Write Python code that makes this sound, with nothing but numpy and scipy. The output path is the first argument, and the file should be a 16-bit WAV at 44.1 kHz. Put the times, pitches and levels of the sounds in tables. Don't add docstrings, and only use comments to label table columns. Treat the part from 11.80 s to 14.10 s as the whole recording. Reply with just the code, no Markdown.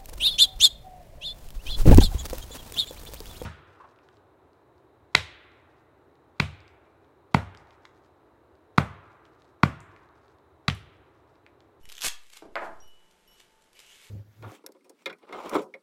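import sys
import numpy as np
from scipy import signal
from scipy.fft import rfft, irfft
from scipy.io import wavfile
from scipy.ndimage import uniform_filter1d, minimum_filter1d

SR = 44100
rng = np.random.default_rng(int(sys.argv[2]) if len(sys.argv) > 2 else 0)


def unload_audio(sound):
    columns = np.transpose(np.atleast_2d(sound))
    steps = np.round(np.clip(columns, -1, 1) * 32767)
    wavfile.write(sys.argv[1], SR, steps.astype(np.int16))


N = 101429
T = np.arange(N) / SR


def amp(db):
    return 10 ** (np.asarray(db) / 20)


def unit(x):
    return x / np.sqrt(np.mean(x ** 2))


def unit_energy(x):
    return x / np.sqrt(np.sum(x ** 2))


def conv(x, h):
    return signal.fftconvolve(x, h)[:len(x)]


def add(out, s, x):
    i = max(int(s * SR), 0)
    out[i:i + len(x)] += x[:max(len(out) - i, 0)]


def fade(t60, t=T):
    return np.exp(-np.log(1000) * t / t60)


def low_pass(x, hz):
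    return signal.sosfilt(signal.butter(2, hz, fs=SR, output="sos"), x)


def high_pass(x, hz, order):
    return signal.sosfilt(signal.butter(order, hz, "high", fs=SR, output="sos"), x)


def on_log(hz, points):
    f, v = np.array(points).T
    return np.interp(np.log(hz + 1), np.log(f), v)


def colour(points, size=4096):
    hz = np.arange(size // 2 + 1) * SR / size
    cepstrum = irfft(np.log(amp(on_log(hz, points))))
    cepstrum[1:size // 2] *= 2
    cepstrum[size // 2 + 1:] = 0
    return unit_energy(irfft(np.exp(rfft(cepstrum))))


# frequency in Hz, time to fall by 60 dB in seconds.
ROOM_DECAY = [(150, 0.56), (500, 0.42), (1400, 0.38), (3000, 0.31), (7000, 0.23), (14000, 0.19)]
ROOM_BUILD_S = 0.002


def room(x, wet_db, count=10, size=32768):
    noise, tail, t = rfft(rng.standard_normal(size)), 0, T[:size]
    centres = np.geomspace(100, 15000, count)
    hz_of_bin = np.arange(len(noise)) * SR / size
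    place = np.interp(np.log(hz_of_bin + 1), np.log(centres), np.arange(count))
    for k, hz in enumerate(centres):
        band = irfft(noise * np.maximum(1 - abs(place - k), 0))
        tail = tail + band * fade(on_log(hz, ROOM_DECAY), t)
    tail *= 1 - np.exp(-t / ROOM_BUILD_S)
    return x + amp(wet_db) * conv(x, unit_energy(tail))


GRAIN_DB = 3


def grains():
    clicks = rng.standard_normal(N) * (rng.random(N) < .2)
    size_db = GRAIN_DB * np.minimum(rng.exponential(size=N), 4)
    return unit(clicks * amp(size_db))


SHEET_LOW_HZ = 376


def thin(x):
    return high_pass(x, SHEET_LOW_HZ, 2)


# frequency in Hz, level in dB per Hz.
AIR_SPECTRUM = [(25, 7), (50, -5), (100, -9), (200, -8), (300, -7), (430, -2), (620, -5.5), (900, -8.5),
                (1600, -9.5), (2400, -22), (3600, -23.5), (12000, -27.5), (14000, -48)]
AIR_DB = -67


def air():
    return amp(AIR_DB) * unit(conv(rng.standard_normal(N), colour(AIR_SPECTRUM)))


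# start in seconds, end in seconds, level of each step in dB.
FLUTTER_SPANS = [(0.01, .11, -47), (.655, 1.07, -50.5)]
FLUTTER_HZ, STEP_DECAY_S = 29.6, 0.083


def flutter():
    steps = np.zeros(N)
    for start, end, db in FLUTTER_SPANS:
        for s in np.arange(start, end, 1 / FLUTTER_HZ):
            add(steps, s, amp(db) * np.exp(-T / STEP_DECAY_S))
    return low_pass(steps, 220)


# frequency in Hz, level in dB.
HUM_TONES = [(182, -84.5), (362, -80.5), (416, -78), (887, -76.5)]
HUM_WIDTH_HZ = 4


def hum():
    out, bin_hz = 0, np.arange(N // 2 + 1) * SR / N
    for hz, db in HUM_TONES:
        line = np.exp(-((bin_hz - hz) / HUM_WIDTH_HZ) ** 2)
        out = out + amp(db) * unit(irfft(rfft(rng.standard_normal(N)) * line, N))
    return out


DRIFT_S, DRIFT_DB, DRIFT_RISE_S, DRIFT_DECAY_S = .258, -25.5, 0.0089, 0.1


def drift():
    out = np.zeros(N)
    add(out, DRIFT_S, -amp(DRIFT_DB) * np.exp(-T / DRIFT_DECAY_S) * (1 - np.exp(-T / DRIFT_RISE_S)))
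    return out


# start in seconds, level in dB.
SOFT_BUMPS = [(.6222, -32), (.637, -42), (.654, -37)]
# frequency in Hz, level in dB per Hz.
BOARD_SPECTRUM = [(80, -26), (150, -8), (260, -6.5), (370, 1), (520, -2.5), (680, -0.5), (900, -12.5),
                  (1500, -18.5), (2500, -32), (6000, -40), (14000, -47)]
BUMP_T60_S = 0.038


def bumps():
    push = np.zeros(N)
    for s, db in SOFT_BUMPS:
        add(push, s, amp(db) * rng.standard_normal(N) * fade(BUMP_T60_S))
    return room(conv(push, colour(BOARD_SPECTRUM)), -3)


# start in seconds, then the level in dB given to each of the five modes below.
METAL_TOUCHES = [(0.032, -62, -70, -88, -76, -64.5), (1.003, -78, -102, -51.5, -90, -90),
                 (1.024, -60.5, -90, -90, -74, -66.5), (1.076, -62.5, -68, -95, -71, -64.5),
                 (1.476, -61.5, -63, -90, -72, -62.5), (1.51, -74.5, -66, -79, -80, -70),
                 (1.529, -90, -84, -87, -77, -69), (1.95, -60.5, -77, -95, -82, -68)]
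METAL_MODES_HZ = [2955, 5515, 5728, 10440, 11650]
METAL_RING_S = [0.78, 0.19, 0.23, 0.14, 0.16]


def metal():
    out = 0
    for k, (hz, t60) in enumerate(zip(METAL_MODES_HZ, METAL_RING_S)):
        strength = np.zeros(N)
        for s, *mode_dbs in METAL_TOUCHES:
            add(strength, s, amp(mode_dbs[k]) * fade(t60))
        out = out + strength * np.sin(2 * np.pi * hz * T)
    return room(out, -16)


# start in seconds, level in dB, cut-off in Hz (lower for a softer contact).
ROLL_KNOCKS = [(.7555, -24.5, 3240), (.764, -24.5, 2180), (.773, -30.5, 2380), (.8125, -36.5, 2110),
               (.8215, -25.5, 1190), (.847, -28.5, 1100)]
# frequency in Hz, level in dB.
ROLL_TONES = [(268, -12), (350, -9), (420, -12), (615, -1), (668, 2), (721, 0), (824, -3), (865, -5),
              (1015, -4), (1105, 0), (1248, -4), (1347, 1), (1506, -5), (1767, -6)]
# frequency in Hz, level in dB per Hz.
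ROLL_BODY_SPECTRUM = [(150, -17), (270, -6.5), (500, -7.5), (700, -0.5), (1300, 1), (2100, -5.5),
                      (3000, -15), (5000, -33), (7000, -18), (14000, -25)]
ROLL_T60_S, BODY_T60_S = 0.22, 0.062
RING_DB, ROLL_ROOM_DB = -13, -2.5


def knocks():
    out = np.zeros(N)
    ring = sum(amp(db) * np.sin(2 * np.pi * hz * T) for hz, db in ROLL_TONES) * fade(ROLL_T60_S)
    for s, db, cutoff_hz in ROLL_KNOCKS:
        noise = rng.standard_normal(N) * fade(BODY_T60_S)
        blow = conv(noise, colour(ROLL_BODY_SPECTRUM)) + amp(RING_DB) * ring / 2
        add(out, s, amp(db) * low_pass(blow, cutoff_hz))
    return room(out, ROLL_ROOM_DB)


# frequency in Hz, level in dB per Hz.
RIM_SPECTRUM = [(150, -20), (600, -2), (1500, -0.5), (3000, -0.5), (5000, -4.5), (5900, -35), (7500, -19),
                (9000, -31), (14000, -24.5)]
RIM_S, RIM_DB = .7557, -8.5


def rim():
    out = np.zeros(N)
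    add(out, RIM_S, -amp(RIM_DB) * colour(RIM_SPECTRUM))
    return room(out, -10.5)


ROLL_LOW_HZ = 208


def roll():
    return high_pass(knocks() + rim(), ROLL_LOW_HZ, 3)


# time in seconds, frequency in Hz, level in dB.
SLIDE_PATH = [(1.93, 2090, -85), (1.969, 2200, -61.5), (2.001, 2550, -77), (2.058, 2638, -67),
              (2.125, 3113, -58.5), (2.17, 3287, -68), (2.255, 3530, -69), (2.3, 3700, -70)]
SLIDE_WIDTH_HZ = 250
SLIDE_OVERTONE, SLIDE_OVERTONE_DB = 2.2, -8


def slide():
    at, hz, db = np.array(SLIDE_PATH).T
    phase = 2 * np.pi * np.cumsum(np.interp(T, at, hz)) / SR
    a, b, c, d = unit(low_pass(rng.standard_normal((4, N)), SLIDE_WIDTH_HZ))
    lower = a * np.cos(phase) + b * np.sin(phase)
    upper = c * np.cos(SLIDE_OVERTONE * phase) + d * np.sin(SLIDE_OVERTONE * phase)
    swish = lower + amp(SLIDE_OVERTONE_DB) * upper
    return room(swish * amp(np.interp(T, at, db)) * (T > at[0]), -12)


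# time in seconds, level in dB.
HANDLING_LEVEL = [(.05, -73.5), (.1, -58.5), (.2, -58), (.42, -59.5), (.512, -60.5), (.527, -51.5),
                  (.58, -50.5), (.62, -85), (.78, -67), (.855, -56), (.89, -71.5), (1.45, -73), (1.6, -65),
                  (1.68, -72.5), (1.92, -74), (1.97, -61.5), (2.05, -60.5), (2.12, -57.5), (2.18, -59.5),
                  (2.25, -56.5), (2.3, -62.5)]
# frequency in Hz, level in dB per Hz.
RUSTLE_SPECTRUM = [(150, -16), (600, -17.5), (1200, -9), (2200, -1), (3300, -1), (4500, -6.5), (7500, -6.5),
                   (10500, -11.5), (14000, -15)]


def rustle():
    level = amp(np.interp(T, *np.array(HANDLING_LEVEL).T))
    return conv(grains() * level, colour(RUSTLE_SPECTRUM))


# release in seconds, level in dB, build-up in seconds.
STICKY_CRINKLES = [(0.436, -50, 0.0052), (.4685, -49, .002), (0.502, -41.5, .002), (.5365, -38.5, 0.0049),
                   (0.574, -34.5, 0.0056), (1.3128, -55.5, 0.0016), (1.325, -64, .002),
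                   (1.589, -63, 0.0046), (1.603, -45, 0.0025), (1.613, -56, 0.0024), (1.823, -52, 0.0011),
                   (1.843, -60, 0.0034), (1.932, -51.5, .001), (1.9928, -40.5, 0.0012),
                   (2.0035, -43, 0.0013)]
# frequency in Hz, level in dB per Hz.
CRINKLE_SPECTRUM = [(200, -6), (700, -3.5), (1500, -0.5), (3200, 5.5), (5000, 0), (7500, 0.5),
                    (11000, -7.5), (14000, -9)]
RELEASE_DECAY_S = 0.00095


def crinkles():
    swell = np.zeros(N)
    for s, db, build_s in STICKY_CRINKLES:
        swell += amp(db) * np.exp(-np.maximum((s - T) / build_s, (T - s) / RELEASE_DECAY_S))
    return conv(grains() * swell, colour(CRINKLE_SPECTRUM))


RUSTLE_ROOM_DB, CRINKLE_ROOM_DB = -5, -6.5


def strip():
    dry_rustle = rustle()
    return thin(room(crinkles(), CRINKLE_ROOM_DB) + room(dry_rustle, RUSTLE_ROOM_DB))


def snap(fray_s, fray_db, size=256):
    x = amp(fray_db) * rng.standard_normal(size) * np.exp(-T[:size] / fray_s)
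    x[0] = 1
    return unit_energy(x)


# frequency in Hz, level in dB per Hz.
THREAD_SPECTRUM = [(100, -31), (500, -15.5), (1100, -4.5), (2000, -1), (3300, 1), (5500, -0.5), (8000, -1),
                   (11000, -6), (14000, -11)]
# start in seconds, level of the snap in dB, level of # its
# echo off the floor in dB.
LONE_SNAPS = [(0.0548, -29.5, -44), (0.0901, -26, -27.5), (.098, -25, -24), (.1065, -37, -48),
              (0.119, -23.5, -26), (0.124, -24, -22.5), (0.1508, -44, -25), (.1663, -49, -25.5),
              (0.1799, -24, -19), (0.189, -48, -21.5), (0.2082, -20, -32), (0.212, -15, -25),
              (0.2189, -13, -11.5), (0.2248, -15, -24), (0.2277, -16.5, -10), (0.2329, -12.5, -10),
              (0.2834, -13, -2.5)]
# frequency in Hz, level in dB per Hz.
ECHO_SPECTRUM = [(200, -27), (1000, -12), (2200, -11), (3300, 6), (4600, -10.5), (6500, -2), (9000, -19),
                 (14000, -9.5)]
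SNAP_DECAY_S, ECHO_DECAY_S, FRAY_DB = 0.0011, 0.00056, 0
ECHO_LAG_S = 0.00164


def lone_snaps():
    out = np.zeros(N)
    for s, db, echo_db in LONE_SNAPS:
        thread = signal.fftconvolve(snap(SNAP_DECAY_S, FRAY_DB), colour(THREAD_SPECTRUM))
        echo = signal.fftconvolve(snap(ECHO_DECAY_S, FRAY_DB), colour(ECHO_SPECTRUM))
        add(out, s, amp(db) * thread)
        add(out, s + ECHO_LAG_S, amp(echo_db) * echo)
    return out


# time in seconds, threads per second, level in dB, level of the sheet's low flap in dB.
TEAR_RUN = [(0.2387, 320, -28.5, -42), (.246, 420, -27, -31.5), (0.259, 420, -21, -30.5),
            (.27, 430, -20, -23.5), (0.279, 480, -24.5, -38), (0.286, 480, -18.5, -40)]
# frequency in Hz, level in dB per Hz.
FLAP_SPECTRUM = [(20, -17), (60, -1.5), (100, 1.5), (160, -6.5), (300, -3), (560, 3), (820, 0), (1200, 0),
                 (3000, -1.5), (9000, -28.5)]
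RUN_FRAY_S, RUN_FRAY_DB = .0005, -6
JITTER, SCATTER_DB = .08, 1.5
FIBRE_DB = -6.5


def running_tear(count=60):
    at, rate, db, flap_db = np.array(TEAR_RUN).T
    run, s = np.zeros(N), at[0]
    for early, strong in rng.standard_normal((count, 2)):
        period = 1 / np.interp(s, at, rate)
        thread = snap(RUN_FRAY_S, RUN_FRAY_DB)
        if s < at[-1]:
            add(run, s, thread * np.sqrt(period * SR) * amp(SCATTER_DB * strong - 1.5))
        s += period * (1 + JITTER * early)
    run += amp(FIBRE_DB) * grains() * (T > at[0]) * (T < at[-1])
    rip = conv(run * amp(np.interp(T, at, db)), colour(THREAD_SPECTRUM))
    flap = conv(run * amp(np.interp(T, at, flap_db)), colour(FLAP_SPECTRUM))
    return rip, flap


TAPE_ROOM_DB = -8


def tear():
    snaps = lone_snaps()
    rip, flap = running_tear()
    return thin(room(snaps + rip, TAPE_ROOM_DB)) + flap


def scene():
    tape = tear() + strip() + slide()
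    landing = bumps() + roll() + metal()
    background = flutter() + air() + hum() + drift()
    return (tape + landing + background)[None]


LIMIT_DB, HOLD_S, RECOVER_DB_PER_S = -26.5, 0.26, 13
TOP_HZ = 14000


def record(dry):
    power = np.abs(uniform_filter1d(dry[0] ** 2, size=700))
    level_db = 10 * np.log10(power + 1e-12)
    room_left_db = np.minimum(LIMIT_DB - level_db, 0)
    half = int(HOLD_S * SR / 2)
    held_db = -minimum_filter1d(room_left_db, 2 * half + 1, origin=half, mode="constant")
    recovery_db = RECOVER_DB_PER_S * T
    cut_db = np.maximum.accumulate(held_db + recovery_db) - recovery_db
    top_cut = signal.ellip(10, .2, 80, TOP_HZ, fs=SR, output="sos")
    return signal.sosfilt(top_cut, dry * amp(-cut_db))


dry = scene()
out = record(dry)
unload_audio(out)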